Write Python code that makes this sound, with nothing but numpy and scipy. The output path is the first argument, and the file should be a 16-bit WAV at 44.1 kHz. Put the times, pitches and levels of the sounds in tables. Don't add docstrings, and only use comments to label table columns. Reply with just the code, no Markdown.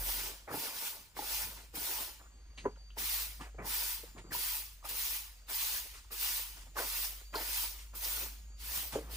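import sys
import numpy as np
from scipy import signal
from scipy.fft import rfft, irfft, next_fast_len
from scipy.io import wavfile
from scipy.ndimage import uniform_filter1d, map_coordinates

SR = 44100
rng = np.random.default_rng(int(sys.argv[2]) if len(sys.argv) > 2 else 0)


def int16_out(signal):
    q = np.round(np.clip(np.atleast_2d(signal).T, -1, 1) * 32767)
    wavfile.write(sys.argv[1], SR, q.astype(np.int16))


def volts_from_db(level):
    exponent = np.asarray(level, float) / 20
    return 10 ** exponent


N = 403956


def unit(x):
    return x / np.sqrt(np.mean(x ** 2) + 1e-20)


def along(points, hz):
    point_hz, value = np.transpose(points)
    return np.interp(np.log(hz + 1), np.log(point_hz + 1), value)


def curves(rows):
    s, *columns = np.transpose(rows)
    return [np.interp(np.arange(N) / SR, s, column) for column in columns]


def wobble(rate):
    knots = rng.standard_normal(int(N * rate / SR) + 4)
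    return map_coordinates(knots, [np.arange(N) * rate / SR])


def filtered(x, response):
    size = next_fast_len(N + 8192)
    return irfft(rfft(x, size) * response(np.fft.rfftfreq(size, 1 / SR)), size)[..., :N]


def coloured(pair, spectrum):
    return unit(filtered(pair, lambda hz: volts_from_db(along(spectrum, hz))))


def bursts(rows, rise_s, fade_db_per_s, rest_db):
    t = np.arange(0, N + 32, 32) / SR
    level = np.full(len(t), float(rest_db))
    for s, hold, db in rows:
        rise = rest_db + (db - rest_db) * (t - s) / rise_s
        fade = db - fade_db_per_s * np.maximum(t - s - rise_s - hold, 0)
        level = np.maximum(level, np.minimum(rise, fade))
    return np.interp(np.arange(N) / SR, t, level)


def slips(per_s, spread_db, smooth, patchy_db):
    times = rng.random(N) < per_s / SR
    size = times * volts_from_db(spread_db * np.minimum(rng.exponential(size=N), 4))
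    rub = unit(size * rng.standard_normal((2, N))) + smooth * rng.standard_normal((2, N))
    z = signal.stft(rub, nperseg=512)[2]
    field = uniform_filter1d(rng.standard_normal(z.shape[1:]), size=3, axis=0)
    field = uniform_filter1d(field, size=5, axis=1)
    return signal.istft(z * volts_from_db(patchy_db * unit(field)), nperseg=512)[1][:, :N]


REST_DB = -76.5

# landing in seconds, contact in seconds, push in dB, first touch in dB,
# swell to the full push in seconds.
STROKES = [(-.03, 0.3, -41.5, -49, 0.12), (0.497, 0.2, -42.5, -48, 0.16), (.70, 0.18, -41.5, -48.5, 0.18),
           (1.155, 0.28, -40, -49, 0.17), (1.738, 0.29, -41.5, -45.5, 0.14), (2.97, 0.25, -39, -42, 0.18),
           (3.64, 0.28, -39.5, -44.5, 0.1), (4.314, 0.26, -41, -42.5, 0.17),
           (4.838, 0.05, -47, -50.5, 0.03), (4.883, 0.28, -40.5, -43, 0.11), (5.478, 0.296, -39, -45, 0.14),
           (6.108, 0.28, -38.5, -47, 0.12), (6.757, 0.3, -40.5, -42, 0.37), (7.332, 0.31, -39, -48.5, 0.24),
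           (7.943, 0.29, -42, -50.5, 0.093), (8.585, .22, -40.5, -53.5, 0.19),
           (9.091, 0.36, -42, -51.5, 0.068)]
# tips over twigs in dB, dulling of the tips in dB per second,
# soil in dB, handle in dB, trailing off in dB per second.
LEANS = [(7, 36, -8.5, 3.5, 112), (1.5, 25, -4.5, 6.5, 110), (3, -14, -9, 6.5, 100), (2, -7, -8.5, 5, 91),
         (5, 6, -9, 4.5, 116), (4, -1, -17, -1.5, 105), (4, -2, -17.5, 1.5, 114), (5.5, -7, -20, 0, 108),
         (2, 0, -18, 0, 100), (5.5, 3, -20, 0, 100), (4, 4, -20.5, -0.5, 82), (4.5, 4, -17, 1.5, 75),
         (5.5, -11, -15, -2, 100), (4, -5, -15.5, 1.5, 92), (6.5, 12, -12.5, 1.5, 107),
         (5, -9, -16, -0.5, 73), (2, 5, -13, -2, 100)]
# settling in seconds, dip of the rebound in dB.
LANDINGS = [(.03, 2.5), (0.081, -0.5), (.04, 0), (0.042, 2), (0.038, 1.5), (0.03, 1), (0.056, -1.5),
            (0.035, 0), (0.032, 0.1), (0.015, 4), (0.042, -1), (0.029, 5), (0.052, 1), (0.042, 1.5),
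            (0.027, 2.5), (0.043, 1), (0.053, -2)]


def strokes():
    early, rebound_s = 0.5, 0.048
    sag_db, lift_s, lift_db = 2, 0.049, 6.5
    tips_grow, soil_grows, handle_grows = 0.52, 0.81, 1
    end_db = -sag_db - lift_db
    t = np.arange(N) / SR
    levels = np.full((4, N), -120.)
    for stroke, lean, landing in zip(STROKES, LEANS, LANDINGS):
        s, contact, push_db, touch_db, swell = stroke
        tips_db, dulling, soil_db, handle_db, trail_db_per_s = lean
        settle, dip_db = landing
        age = t - s
        touch = touch_db - push_db
        down = (1 - early) * settle
        lifted = contact + lift_s
        ages = [-1, -early * settle, down, down + rebound_s, min(swell, contact), contact, lifted, lifted + 1]
        pressures = [-120, REST_DB - push_db, touch, 0.56 * touch - dip_db, 0, -sag_db,
                     end_db, end_db - trail_db_per_s]
        twigs = np.interp(age, np.maximum.accumulate(ages), pressures)
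        trailing = np.minimum(twigs - end_db, 0)
        tips = twigs + tips_db + tips_grow * trailing - dulling * (age - swell)
        soil = soil_grows * twigs + soil_db
        handle = handle_grows * twigs + handle_db
        levels = np.maximum(levels, push_db + np.array([twigs, tips, soil, handle]))
    return levels


def broom():
    twigs_db, tips_db, soil_db, handle_db = strokes()
    flutter = wobble(70)
    uneven = 0.22 * wobble(16)
    scratch = slips(per_s=5000, spread_db=1.4, smooth=2.1, patchy_db=2.2)
    drag = slips(per_s=1500, spread_db=2.5, smooth=1.68, patchy_db=3.0)
    out = twigs(scratch, twigs_db + uneven + 0.076 * flutter)
    out = out + tips(scratch, tips_db + uneven + 0.17 * flutter)
    out = out + handle(scratch, handle_db) + graze(scratch)
    return out + soil(drag, soil_db) + feet(drag)


# frequency in Hz, level in dB per Hz.
TWIGS = [(300, -66), (700, -40), (1100, -4.5), (1440, -8.5), (1750, -4), (2490, -1), (3610, -1),
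         (5020, 0.5), (7210, -4.5), (10500, -7), (12500, -15), (15600, -3.5)]


def twigs(scratch, level_db):
    return volts_from_db(np.maximum(level_db, REST_DB) + 2.5) * coloured(scratch, TWIGS)


# frequency in Hz, level in dB per Hz.
TIPS = [(5000, -48), (9000, -7.5), (11500, -7), (13100, -3), (14900, 4.5), (15500, 1.5)]


def tips(scratch, level_db):
    return volts_from_db(level_db + 0.97 * wobble(260) + 1.0) * coloured(scratch, TIPS)


# frequency in Hz, width in Hz, level in dB.
HANDLE = [(913, 185, -4), (1460, 61, -5)]


def handle(scratch, level_db):
    def wood(hz):
        total = 0
        for centre, width, db in HANDLE:
            resonance = 1j * hz * width / (centre * centre - hz * hz + 1j * hz * width)
            total = total + volts_from_db(db) * resonance ** 2
        return total
    return volts_from_db(level_db - 19.0 + 0.32 * wobble(6.3)) * unit(filtered(scratch, wood))


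# start in seconds, hold in seconds, level in dB.
BRUSHES = [
    (2.568, 0.016, -57.5),
    (1.56, 0.039, -61),
    (3.40, 0.022, -56),
    (4.05, 0.025, -75),
    (7.18, 0.03, -68),
    (4.17, 0.015, -61),
    (5.93, 0.038, -58),
    (6.56, 0.051, -62.5),
    (7.78, 0.021, -60),
    (8.915, 0.034, -47),
]
# frequency in Hz, level in dB per Hz.
GRAZE = [(300, -50), (900, -5), (2000, -1), (4500, -7.5), (7000, -6.5), (9500, -7), (11000, -25),
         (15600, -38)]


def graze(scratch):
    level_db = bursts(BRUSHES, rise_s=0.0098, fade_db_per_s=278, rest_db=REST_DB - 8.5)
    return volts_from_db(level_db - 1.0) * coloured(scratch, GRAZE)


# start in seconds, hold in seconds,
# soil level in dB, footfall level in dB.
SCUFFS = [(-.02, 0.034, -51.5, -56), (0.168, 0.033, -55, -57), (0.24, 0.06, -53, -62),
          (0.469, 0.076, -44.5, -51), (1.159, 0.04, -48, -61), (1.43, 0.024, -60, -58),
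          (1.732, 0.04, -50, -59), (2.189, 0.05, -60, -75), (2.568, 0.015, -58, -57),
          (2.636, 0.02, -55, -49.5), (2.96, 0.022, -46.5, -51.5), (3.391, 0.031, -49.5, -58),
          (3.578, 0.083, -46.5, -52.5), (4.038, 0.041, -62, -57), (4.157, 0.023, -56, -49.5),
          (4.242, 0.049, -63, -54), (4.303, 0.071, -50, -59), (4.834, 0.021, -53.5, -75),
          (4.896, 0.046, -54, -56), (5.476, 0.027, -52.5, -72), (5.735, 0.044, -56, -60),
          (5.84, 0.15, -65.5, -68), (6.1, 0.03, -52, -60), (6.558, 0.018, -59, -67),
          (6.657, 0.02, -63, -61), (6.749, 0.015, -45, -65), (6.774, 0.047, -39, -63),
          (7.323, 0.012, -46.5, -62), (7.331, 0.033, -38, -58), (7.615, 0.022, -51.5, -75),
          (7.924, 0.014, -56, -57), (8.202, 0.021, -52.5, -61), (8.62, 0.32, -61, -61),
          (8.918, 0.03, -48, -50), (8.999, .16, -55.5, -51)]
# frequency in Hz, level in dB per Hz.
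SOIL = [(120, -59), (240, -7), (500, -1), (900, -1), (1250, -2), (1600, -5.5), (2300, -8), (4000, -47)]


def soil(drag, level_db):
    digs_db = bursts(np.array(SCUFFS)[:, :3], rise_s=0.0098, fade_db_per_s=280, rest_db=-72)
    level_db = np.maximum(level_db, digs_db)
    return volts_from_db(level_db + 2.3 * wobble(40) + 0.66 * wobble(15) - 3.0) * coloured(drag, SOIL)


# frequency in Hz, level in dB per Hz.
FEET = [(50, -23), (90, 5), (150, 3), (250, -3.5), (380, -12.5), (600, -47)]
# time in seconds, level in dB.
NEARNESS = [(0, 3), (4.4, 1), (4.6, -9.5), (6.4, -3), (6.7, -1), (7.5, -4.5), (8.2, 5), (9.16, -4.5)]


def feet(drag):
    footfalls = np.array(SCUFFS)[:, [0, 1, 3]]
    level_db = bursts(footfalls, rise_s=0.0098, fade_db_per_s=185, rest_db=-70.5)
    level_db = level_db + 3 * wobble(14) + curves(NEARNESS)[0]
    return volts_from_db(level_db - 6.5) * coloured(drag, FEET)


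# start in seconds, peak in dB, low mode in Hz, high mode in Hz, high mode in dB.
KNOCKS = [(0.479, -34.5, 477, 800, 0.5), (0.235, -42, 400, 870, 1), (0.265, -41, 390, 860, -2),
          (0.295, -43, 400, 870, -3), (0.82, -43, 470, 900, -4), (0.513, -30, 474, 1310, -0.5),
          (0.54, -28.5, 430, 860, 1.5), (0.544, -35, 298, 890, 3), (0.569, -36, 410, 876, 7),
          (1.1878, -39, 314, 605, -1), (1.1905, -35.5, 324, 838, 15), (1.222, -41, 400, 850, 9),
          (1.24, -45, 400, 860, 7), (1.74, -41, 332, 1140, -9), (1.771, -38, 290, 950, -1),
          (2.653, -18, 567, 1000, -7.5), (2.658, -14.5, 412, 986, -10), (2.676, -30, 406, 1000, -10),
          (6.766, -39, 615, 1120, 9), (6.773, -39, 610, 870, 10), (6.795, -26, 520, 1000, -6),
          (6.802, -27, 644, 990, -5), (6.813, -30, 565, 1050, -10), (6.824, -31, 622, 1010, -9),
          (8.971, -25, 446, 800, -14), (9.004, -33, 446, 800, -17)]
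# start in seconds, peak in dB, low mode in Hz, high mode in
# Hz, high mode in dB.
MORE_KNOCKS = [(2.21, -48, 648, 1240, -3), (2.769, -48, 546, 910, -3), (2.97, -37, 437, 910, 4),
               (3.408, -36, 269, 1180, 2), (3.544, -42, 449, 743, -16), (3.589, -31, 414, 680, -4),
               (3.672, -50.5, 278, 926, 16), (4.033, -33.5, 473, 712, -15), (4.149, -42.5, 248, 1190, -26),
               (4.242, -41, 342, 1020, -7), (0.5, -36.5, 422, 1225, -1), (4.827, -50, 670, 1190, 8),
               (4.851, -39, 810, 1235, 6.5), (4.19, -49, 595, 900, 5), (4.348, -40, 700, 975, 14.5),
               (6.107, -46, 860, 1180, 4), (6.787, -27, 640, 1490, 4.5), (7.211, -50, 417, 1475, 0),
               (7.345, -28, 710, 1055, 4), (7.354, -23.5, 440, 1410, -3), (7.363, -32, 610, 900, 5),
               (7.385, -33, 597, 860, 6), (5.854, -50, 460, 900, -8), (5.95, -54, 430, 1100, -10),
               (8.9535, -19, 540, 760, -9), (8.957, -17, 433, 1500, -20), (9.05, -42, 450, 700, -8),
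               (9.09, -42, 470, 700, -8), (9.13, -41, 450, 750, -6), (8.984, -25, 453, 845, -23),
               (9.02, -40, 480, 856, -8)]


def knocks():
    cycles, high_t60_s = 18.2, 0.045
    out = np.zeros(N + SR)
    t = np.arange(SR // 4) / SR
    dull = signal.butter(N=4, Wn=1300, fs=SR)
    for s, db, low_hz, high_hz, high_db in KNOCKS + MORE_KNOCKS:
        fade = volts_from_db(-60 * t * low_hz / cycles) * (1 - np.exp(-t / 0.002)) ** 2
        high = volts_from_db(high_db - 4.5 - 60 * t / high_t60_s) * (1 - np.exp(-t / 0.00079))
        high = high * np.sin(2 * np.pi * high_hz * t)
        ring = np.sin(2 * np.pi * low_hz * t)
        ring += 0.43 * np.sin(2 * np.pi * 0.687 * low_hz * t)
        ring += 0.48 * np.sin(2 * np.pi * 1.214 * low_hz * t)
        puff = 0.69 * signal.lfilter(*dull, rng.standard_normal(len(t)))
        out[round(s * SR):][:len(t)] += volts_from_db(db - 1.8) * (fade * (ring + puff) + high)
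    return out[:N]


# start in seconds, peak in dB,
# frequency in Hz, width in octaves, time to fall by 60 dB in seconds.
TICKS = [(2.576, -38, 2980, 0.52, 0.1), (2.58, -44, 2170, 0.3, 0.12), (2.582, -47, 4070, 0.37, 0.17),
         (2.654, -45, 1600, 0.75, 0.07), (4.243, -49, 1200, 0.62, 0.039), (4.305, -43, 1850, 0.18, 0.11),
         (4.319, -37, 1570, 0.65, 0.059), (6.045, -50, 1150, 0.65, 0.04), (6.767, -32.5, 1296, 0.85, 0.066),
         (7.337, -35, 1800, 1.2, 0.056), (1.163, -51, 2500, 1, 0.05), (2.213, -51, 1300, 0.37, 0.04),
         (2.258, -54, 1310, 0.59, 0.087), (6.757, -44, 1300, 1.2, 0.05), (5.493, -39, 14300, 0.2, 0.012),
         (4.893, -37, 14300, 0.2, 0.03), (1.128, -58, 2500, 1.2, 0.012), (5.49, -50, 900, 1.5, 0.07),
         (2.757, -58, 2960, 0.3, 0.06), (2.758, -57, 1390, 0.4, 0.08), (2.903, -54, 1500, 1, 0.02),
         (2.915, -61, 3300, 0.5, 0.11), (2.9033, -42.5, 3000, 0.22, 0.042),
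         (3.4103, -42.5, 1880, 1.1, 0.22), (3.5893, -42, 1920, 0.17, 0.051), (3.619, -36, 1920, 0.15, 0.06),
         (4.182, -42.5, 2190, 1, 0.064), (4.847, -54, 1880, 0.66, 0.052), (4.179, -48, 3000, 1.2, 0.03),
         (4.8902, -47, 4450, 0.69, 0.05), (6.787, -33, 1700, 0.8, 0.06), (7.353, -30.5, 4370, 0.34, 0.12),
         (8.0466, -29, 4900, 0.6, 0.066)]


def ticks():
    out = np.zeros(N + SR)
    t = np.arange(SR // 4) / SR
    for s, db, hz, octaves, t60 in TICKS:
        edges_hz = hz * 2 ** (np.clip(octaves, .1, 1.5) * np.array([-.5, .5]))
        band = signal.butter(N=2, Wn=edges_hz, btype="band", fs=SR)
        burst = unit(signal.lfilter(*band, rng.standard_normal(len(t)))) * (1 - np.exp(-t / 0.0012))
        out[round(s * SR):][:len(t)] += volts_from_db(db - 4.5 - 60 * t / max(t60, .01)) * burst
    return out[:N]


# frequency in Hz, time to fall by 60 dB in seconds.
YARD = [(200, 0.07), (2000, 0.21), (10000, 0.08)]


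def yard(x):
    hz, t, z = signal.stft(rng.standard_normal((2, SR // 3)), SR, nperseg=256)
    fade = volts_from_db(-60 * t / along(YARD, hz)[:, None])
    tail = signal.istft(z * fade, SR, nperseg=256)[1]
    late = np.pad(x, (200, 0))[None]
    return signal.fftconvolve(late, tail / np.linalg.norm(tail[0]), axes=1)[:, :N]


# frequency in Hz, waver in Hz, wing strokes per second, level in dB.
INSECTS = [
    (4625, 15, 0, -76.5),
    (6500, 110, 0, -75),
    (7050, 25, 150, -78),
    (7570, 25, 100, -78),
    (7320, 30, 0, -79),
    (4550, 60, 0, -80),
    (6750, 40, 0, -78),
]
# start in seconds, hold in seconds, level in dB.
SONGS = [
    [(2.31, 0.16, 1), (2.49, .14, 7), (2.672, 0.045, 10), (2.765, 0.03, 10), (2.795, 0.07, 14.5),
     (2.87, .05, 7), (4.2, 0.12, 9), (5.35, 0.069, 8), (7.24, 0.076, 12), (8.49, 0.11, 10)],
    [(2.2, 0.73, 2.5), (2.55, 0.1, 12), (3, 7.2, 2)],
    [(0, 1.9, 0), (2.05, 0.22, 14.5), (3.4, 0.2, 5), (4.05, .17, 15), (5.9, 0.29, 6), (6.5, 1.7, 11)],
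    [(0, 2.2, 3), (1.6, .14, 9), (2.1, 0.24, 10), (2.65, .12, 2), (3.4, 9.3, 7)],
    [(.3, 1.7, 2), (4.2, .12, 11), (5.3, 3.1, 0), (8.38, 0.26, 3)],
    [(2.3, 0.43, 7), (2.6, 6.5, 1)],
    [(5.28, .25, 2), (7.18, 0.16, 7), (8.33, 0.25, 11)],
]


def insects():
    out = np.zeros((2, N))
    t = np.arange(N) / SR
    for (hz, waver_hz, strokes_per_s, db), song in zip(INSECTS, SONGS):
        phase = 2 * np.pi * np.cumsum(hz + waver_hz * wobble(3.5 * waver_hz)) / SR
        trills_db = bursts(song, rise_s=0.013, fade_db_per_s=200, rest_db=-25)
        strength = volts_from_db(db + trills_db + 1.8 * wobble(2.5 * waver_hz))
        if strokes_per_s:
            strength = strength * (0.47 + np.cos(2 * np.pi * strokes_per_s * t + 1.0 * wobble(30)))
        out += strength * np.sin(phase + np.outer([1, -1], 0.84 + 0.15 * wobble(7.5)))
    return out


# time in seconds, firing rate in Hz, level in dB.
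ENGINE = [(0.0, 43.8, -42.5), (0.25, 45.5, -51.5), (0.81, 50, -83), (1.33, 48.4, -52.5), (1.5, 51.4, -53),
          (2.19, 50.4, -63), (2.42, 52.6, -53.5), (2.63, 50.3, -52.5), (3.62, 50.6, -49.5),
          (3.95, 47.9, -55), (4.69, 47.8, -54.5), (4.87, 46.3, -55), (5.81, 46.67, -58.5),
          (6.45, 46.55, -53), (7.58, 48.25, -50.5), (8.7, 52.66, -48.5), (8.8, 54.5, -52.5),
          (9.16, 54.6, -45)]


def engine():
    hz, db = curves(ENGINE)
    phase = 2 * np.pi * np.cumsum(hz) / SR
    exhaust = np.sin(phase + 0.5 * wobble(9.3))
    shaft = volts_from_db(-15.5 + 3.8 * wobble(2.5)) * np.sin(1.25 * phase)
    return np.sqrt(2) * volts_from_db(db + 0.25 * wobble(5.5)) * (exhaust + shaft)


# frequency in Hz, level in dB per Hz.
AIR = [(15, -16), (32, -3), (62, -4.5), (92, -10), (136, -19.5), (250, -27.5), (800, -43), (1650, -30),
       (3240, -31), (5500, -41), (7500, -57), (9400, -69), (13000, -56), (14500, -55), (15600, -60)]


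def trees_and_air():
    return volts_from_db(-65.0 + 0.55 * wobble(3.4)) * coloured(rng.standard_normal((2, N)), AIR)


# frequency in Hz, likeness from 0 to 1.
ALIKE = [(100, 0.86), (400, 0.89), (1000, 1), (1700, 0.96), (2400, 0.35), (3900, 0), (5200, 0.4),
         (7200, 0.55), (8500, 0.26), (10700, 0.43), (12000, 0.56), (15000, 0.16)]
# frequency in Hz, lag in radians.
LAG = [(100, .05), (350, .2), (700, .6), (1200, 1.1), (2200, 1.5), (3200, .3), (5000, 0)]


def at_ports(pair):
    def shares(hz):
        turn = np.arccos(np.clip(along(ALIKE, hz), 0, 1)) / 2
        return np.array([np.cos(turn), np.sin(turn)])

    def lag(hz):
        return np.exp(.5j * along(LAG, hz) * np.array([[-1], [1]]))

    mid, side = filtered(pair, shares)
    return filtered(np.array([mid + side, mid - side]), lag)


def scene():
    hits = knocks() + ticks()
    near = broom() + np.array([hits, 0 * hits]) + volts_from_db(-14.0) * yard(hits)
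    return at_ports(near + trees_and_air()) + insects() + engine()


def roll_off(x):
    return signal.sosfilt(signal.butter(12, 16790, fs=SR, output="sos"), x)


def record(dry):
    top_hz, slope_hz = 15640, 200
    mix = filtered(dry, lambda hz: np.clip((top_hz - hz) / slope_hz, 0, 1))
    return roll_off(mix)


dry = scene()
out = record(dry)
int16_out(out)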